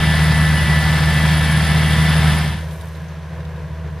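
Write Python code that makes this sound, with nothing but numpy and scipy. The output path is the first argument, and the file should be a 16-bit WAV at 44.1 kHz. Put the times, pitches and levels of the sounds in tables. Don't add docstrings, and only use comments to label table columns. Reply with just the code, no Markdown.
import sys
import numpy as np
from scipy import signal
from scipy.fft import rfft, irfft
from scipy.io import wavfile

SR = 44100
rng = np.random.default_rng(int(sys.argv[2]) if len(sys.argv) > 2 else 0)


def generate_wav(signal):
    frames = np.transpose(np.atleast_2d(signal))
    scaled = np.clip(frames, -1, 1) * 32767
    pcm = np.round(scaled).astype(np.int16)
    wavfile.write(sys.argv[1], SR, pcm)


N = 176400

# f/Hz, likeness (1 = the same)
LIKENESS = [(60, 0.95), (130, 0.93), (300, .98), (1400, 0.94), (3000, 0.88), (4800, 0.79), (5700, 0.48),
            (6700, 0.35), (7400, 0.6), (9000, 0.48), (15000, .5)]


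def colour(pair, spectrum):
    alike = np.clip(across(LIKENESS), 0, 1)
    mid, side = rfft(pair) * undb(across(spectrum)) * np.sqrt(SR / 2)
    sides = np.array([[1], [-1]]) * side
    return irfft(mid * np.sqrt((1 + alike) / 2) + sides * np.sqrt((1 - alike) / 2), N)


def undb(db):
    return 10 ** (np.asarray(db) / 20)


def curve(rows):
    return np.interp(np.arange(N) / SR, *np.array(rows, float).T)


def across(rows):
    hz, value = np.array(rows, float).T
    return np.interp(np.log(np.maximum(np.arange(N // 2 + 1) * SR / N, 1)), np.log(hz), value)


def walk(rate):
    z = irfft(rfft(rng.standard_normal(N)) * np.exp(-(np.arange(N // 2 + 1) * SR / N / rate) ** 2), N)
    return (z - z.mean()) / z.std()


def turns(hz):
    return np.cumsum(hz) / SR


def tone(cycles, db, flutter_db, jitter, rate):
    return np.sqrt(2) * undb(db + flutter_db * walk(rate)) * np.cos(2 * np.pi * cycles + jitter * walk(rate))


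def grains(spectrum, grain_db):
    noise = rng.standard_normal((2, N)) * undb(grain_db * walk(900) + .5 * walk(7.2))
    return colour(noise / noise.std(), spectrum)


def pulsed(firings, depth):
    gate = 1 + depth * np.cos(2 * np.pi * firings)
    return rng.standard_normal((2, N)) * gate / np.sqrt(np.mean(gate ** 2))


# f/Hz, level/dB
BREEZE = [(20, -73), (50, -64), (80, -52), (150, -59), (250, -68), (400, -77), (1000, -110)]

def breeze():
    return irfft(rfft(rng.standard_normal((2, N))) * undb(across(BREEZE)) * np.sqrt(SR / 2), N)


# f/Hz, level/dB
NEAR_SOIL = [(1000, -78), (5000, -72), (5650, -78), (6150, -74), (6850, -80.5), (7400, -76.5),
             (9500, -74.3), (12000, -76.3), (14200, -80), (15200, -86)]
FAR_SOIL = [(500, -84), (2000, -74.5), (3500, -77), (5000, -84), (6300, -83), (7000, -94), (10000, -93),
            (13000, -105), (15000, -106)]
# t/s, level/dB
SOIL_FADE = [(2.5, -1), (2.75, -7), (2.95, -6.5), (3.2, -10), (3.6, -11.5), (4, -12)]

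def soil(near):
    if near:
        return grains(NEAR_SOIL, grain_db=2.5)
    return grains(FAR_SOIL, grain_db=1) * undb(curve(SOIL_FADE))


# f/Hz, level/dB
GRIT = [(2000, -96), (5000, -85), (7000, -85), (10000, -81), (13000, -83), (16000, -90)]
# t/s, level/dB
GRIT_SWELL = [(2.5, -60), (2.58, -13), (2.66, -12), (2.73, -6), (2.79, -10), (2.95, -15.5), (3.2, -21),
              (4, -23.5)]

def clod():
    return grains(GRIT, grain_db=3.5) * undb(curve(GRIT_SWELL))


# t/s, f/Hz, level/dB
CLINKS = [(.6, 5900, -38), (2.71, 3400, -41), (2.73, 9000, -45), (2.81, 3400, -43), (2.811, 9500, -44),
          (2.886, 11000, -46), (2.95, 3800, -45), (3.085, 6000, -49), (3.405, 3460, -47),
          (3.451, 3300, -42), (3.562, 3000, -48)]

def clinks(decay_s=.006):
    out, t = 0, np.arange(N) / SR
    for start, hz, db in CLINKS:
        ring = signal.lfilter(*signal.iirpeak(hz, 4, fs=SR), rng.standard_normal((2, N)))
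        fade = (t >= start) * np.exp(-np.abs(t - start) / decay_s)
        out += undb(db) * ring / ring.std() * fade
    return out


# f/Hz, width/Hz,
# level/dB
PRONG_NOTES = [(1645, 14, -46), (2220, 16, -49), (2746, 14, -52), (3219, 25, -50), (3310, 30, -50),
               (3516, 12, -53)]
# f/Hz, level/dB
RASP = [(2000, -124), (2700, -61.5), (3000, -63.5), (3350, -61), (3700, -65), (4500, -94)]
# t/s, level/dB
RING_SWELL = [(0, 8), (.9, -6), (1.35, 8.5), (1.9, 5.5), (2.5, -1)]
RASP_SWELL = [(0, 2), (.35, -2), (.6, -1.5), (.95, -1.5), (1.12, -0.5), (1.33, 0), (1.55, -2), (1.8, 0.5),
              (2.1, 0.5), (2.4, -1)]

def prongs():
    ring = 0
    for hz, width, db in PRONG_NOTES:
        angle = 2 * np.pi * hz * np.arange(N) / SR
        ring += undb(db) * (walk(width) * np.cos(angle) + walk(width) * np.sin(angle))
    return ring * undb(curve(RING_SWELL)) + grains(RASP, grain_db=2.2) * undb(curve(RASP_SWELL))


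# t/s, length/s, first f/Hz, last f/Hz, level/dB
SQUEALS = [(.03, .27, 3280, 3330, -42), (1.03, .13, 3130, 3080, -42), (1.15, .35, 3285, 3205, -39.5),
           (1.2, .42, 2290, 2315, -44), (1.33, .42, 2962, 2972, -39.5), (1.48, .88, 3520, 3514, -40),
           (1.78, .25, 3270, 3255, -43), (3.22, .58, 498, 480, -48)]

def squeals():
    out, t = 0, np.arange(N) / SR
    for start, length, from_hz, to_hz, db in SQUEALS:
        progress = np.clip((t - start) / length, 0, 1)
        cycles = turns(from_hz + (to_hz - from_hz) * progress)
        swell = np.sqrt(4 * progress * (1 - progress))
        out += swell * tone(cycles, db, flutter_db=2, jitter=.45, rate=18)
    return out


# t/s, level/dB
TURBO_SWELL = [(0, 2), (.25, 0.5), (.5, -1), (1.4, -1.5), (1.6, 1.5), (1.85, 0), (2.1, 1.5), (2.5, -0.5)]

def turbo():
    hz = 9975 * (1 + .0016 * walk(120) + .0012 * walk(4))
    return tone(turns(hz), -42, flutter_db=3.3, jitter=.4, rate=55) * undb(curve(TURBO_SWELL))


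def gears(firings, teeth_per_firing=22.625):
    swell_db = curve([(0, 2), (.8, 1.5), (1.4, 1.5), (1.65, -.5), (2.3, -2)])
    return tone(teeth_per_firing * firings, -30.5, flutter_db=1.5, jitter=.42, rate=25) * undb(swell_db)


def whine(cycles, levels, flutter_db, jitter):
    return sum(tone(k * cycles, db, flutter_db, jitter, rate=25) for k, db in enumerate(levels, 1))


NEAR_WHINE = [-63, -46, -44.5, -42.5, -47.5, -46.5, -52, -44.5, -45.5]
FAR_WHINE = [-73, -53, -57]
# t/s, level/dB
HOWL_SWELL = [(0, 2), (.3, 2.5), (.6, 3.5), (.74, 7.5), (.95, -4), (1.22, 2.5), (1.45, -7), (2.05, 2.5),
              (2.5, -20)]
WHINE_SWELL = [(2.5, 4), (3.1, -5), (3.4, 0.5), (3.65, 3.5), (4, 4)]

def hydraulics(firings, near, pistons_per_firing=4.246, far_hz=325.3):
    if near:
        strokes = pistons_per_firing * firings
        howl = tone(6 * strokes, -34, flutter_db=1, jitter=.29, rate=27) * undb(curve(HOWL_SWELL))
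        return whine(strokes, NEAR_WHINE, flutter_db=3.5, jitter=.37) + howl
    strokes = far_hz * np.arange(N) / SR
    return whine(strokes, FAR_WHINE, flutter_db=3, jitter=.27) * undb(curve(WHINE_SWELL))


PUMP_HZ = [63.4, 322.5]
NEAR_PUMP = [-35.5, -46]
FAR_PUMP = [-49, -55]

def pump(speed, near):
    levels = NEAR_PUMP if near else FAR_PUMP
    flutter_db, jitter, rate = (.75, .25, 2.7) if near else (1.5, .18, 7.1)
    return sum(tone(turns(hz * speed / speed.mean()), db, flutter_db, jitter, rate)
               for hz, db in zip(PUMP_HZ, levels))


# f/Hz, level/dB
NEAR_CLATTER = [(100, -61), (260, -59), (450, -61), (750, -56.5), (1000, -58), (1250, -59.5), (1650, -56.5),
                (2100, -56), (2450, -63.5), (2850, -69.5), (3300, -65), (4000, -66.5), (5100, -67.5),
                (5650, -77), (6100, -73), (6800, -95), (16000, -110)]
FAR_CLATTER = [(100, -80), (270, -80.5), (350, -71.5), (500, -66), (680, -71), (840, -73.5), (1030, -68.5),
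               (1280, -78), (1650, -71), (2300, -83), (3400, -90), (5500, -96.5), (9000, -104),
               (16000, -112)]
# t/s, level/dB
NEAR_SWELL = [(0, .5), (.7, -1), (1.1, 0), (1.33, -0.5), (1.6, -0.5), (2.0, -0.4), (2.35, 0)]
FAR_SWELL = [(2.5, -1.7), (2.9, -0.028), (3.25, -1.8), (3.6, -0.77), (4, -1.4)]

def clatter(firings, near):
    if near:
        return colour(pulsed(firings, .087), NEAR_CLATTER) * undb(curve(NEAR_SWELL) + .71 * walk(37))
    return colour(pulsed(firings, .086), FAR_CLATTER) * undb(curve(FAR_SWELL) + 1.36 * walk(15))


DRONE_NOTES = [1, 3 / 2, 11 / 6, 2, 7 / 3, 3, 37 / 6]
NEAR_DRONE = [-19, -36, -33.5, -17, -41, -44, -49]
FAR_DRONE = [-30, -52, -40, -33.5, -51, -66, -56]
# f/Hz, level/dB
NEAR_BOOM = [(20, -75), (45, -67), (70, -66), (95, -48.5), (130, -42), (165, -43), (205, -47.5), (228, -50),
             (250, -60), (320, -90), (600, -100)]
FAR_BOOM = [(20, -75), (45, -77), (70, -55.5), (110, -57), (165, -53.5), (200, -68.5), (250, -79),
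            (600, -110)]
# t/s, level/dB
EXHAUST_SWELL = [(2.5, 3), (2.9, -2), (3.4, -2), (3.65, 0), (3.85, 1), (4, 1)]

def exhaust(firings, near):
    if near:
        levels, boom, swell = NEAR_DRONE, NEAR_BOOM, [(0, .044), (1.5, -.8), (2.35, 1.1), (2.55, -1.2)]
    else:
        levels, boom, swell = FAR_DRONE, FAR_BOOM, EXHAUST_SWELL
    flutter_db, jitter, depth = (.97, .076, .22) if near else (-.5, .065, .25)
    drone = sum(tone(k * firings, db, flutter_db, jitter, rate=21) for k, db in zip(DRONE_NOTES, levels))
    return (drone + colour(pulsed(firings, depth), boom)) * undb(curve(swell))


# f/Hz, level/dB
BALANCE = [(60, 0), (700, 0), (1300, 2), (2500, 1), (4000, 0), (5200, -5.5), (5650, -5), (6500, 5),
           (7300, 0), (9500, -8), (10400, -8), (12000, -2), (13000, 0)]
# f/Hz, phase/rad
LEAD = [(60, 0), (3800, .2), (4600, 0), (5300, .7), (5650, 1.8), (6500, 1.9), (6900, 0), (8200, .2),
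        (10000, 1.4), (11500, 2.4), (15000, 2.8)]

def from_side(sound):
    half = np.array([[.5], [-.5]])
    return irfft(rfft(sound) * undb(half * across(BALANCE)) * np.exp(1j * half * across(LEAD)), N)


# t/s, firing rate/Hz
NEAR_SPEED = [(0, 77.3), (.5, 77.4), (.72, 77.05), (.95, 77.5), (1.35, 77.35), (1.65, 77.8), (2.1, 77.6),
              (2.6, 77.4)]

def passing():
    speed = curve(NEAR_SPEED)
    firings = turns(speed)
    machine = exhaust(firings, near=True) + pump(speed, near=True) + clatter(firings, near=True)
    whines = hydraulics(firings, near=True) + gears(firings) + turbo()
    return machine + whines + prongs() + breeze() + soil(near=True)


# t/s, firing rate/Hz
FAR_SPEED = [(2.4, 79), (2.85, 79.65), (3.3, 80.62), (3.5, 79.76), (3.75, 78.47), (4, 78.26)]

def leaving():
    speed = curve(FAR_SPEED)
    firings = turns(speed)
    machine = exhaust(firings, near=False) + pump(speed, near=False) + clatter(firings, near=False)
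    return machine + hydraulics(firings, near=False) + undb(-19) * breeze() + soil(near=False)


def scene():
    fade_start_s, fade_length_s = 2.317, .35
    far_share = np.clip((np.arange(N) / SR - fade_start_s) / fade_length_s, 0, 1)
    return from_side(passing()) * (1 - far_share) + leaving() * far_share + squeals() + clinks() + clod()


def record(dry):
    edge_s, top_hz = .002, 15100
    t = np.arange(N) / SR
    eased = dry * np.clip(np.minimum(t, t[::-1]) / edge_s, 0, 1)
    return signal.sosfilt(signal.ellip(10, .1, 90, top_hz, fs=SR, output="sos"), eased)


dry = scene()
out = record(dry)
generate_wav(out)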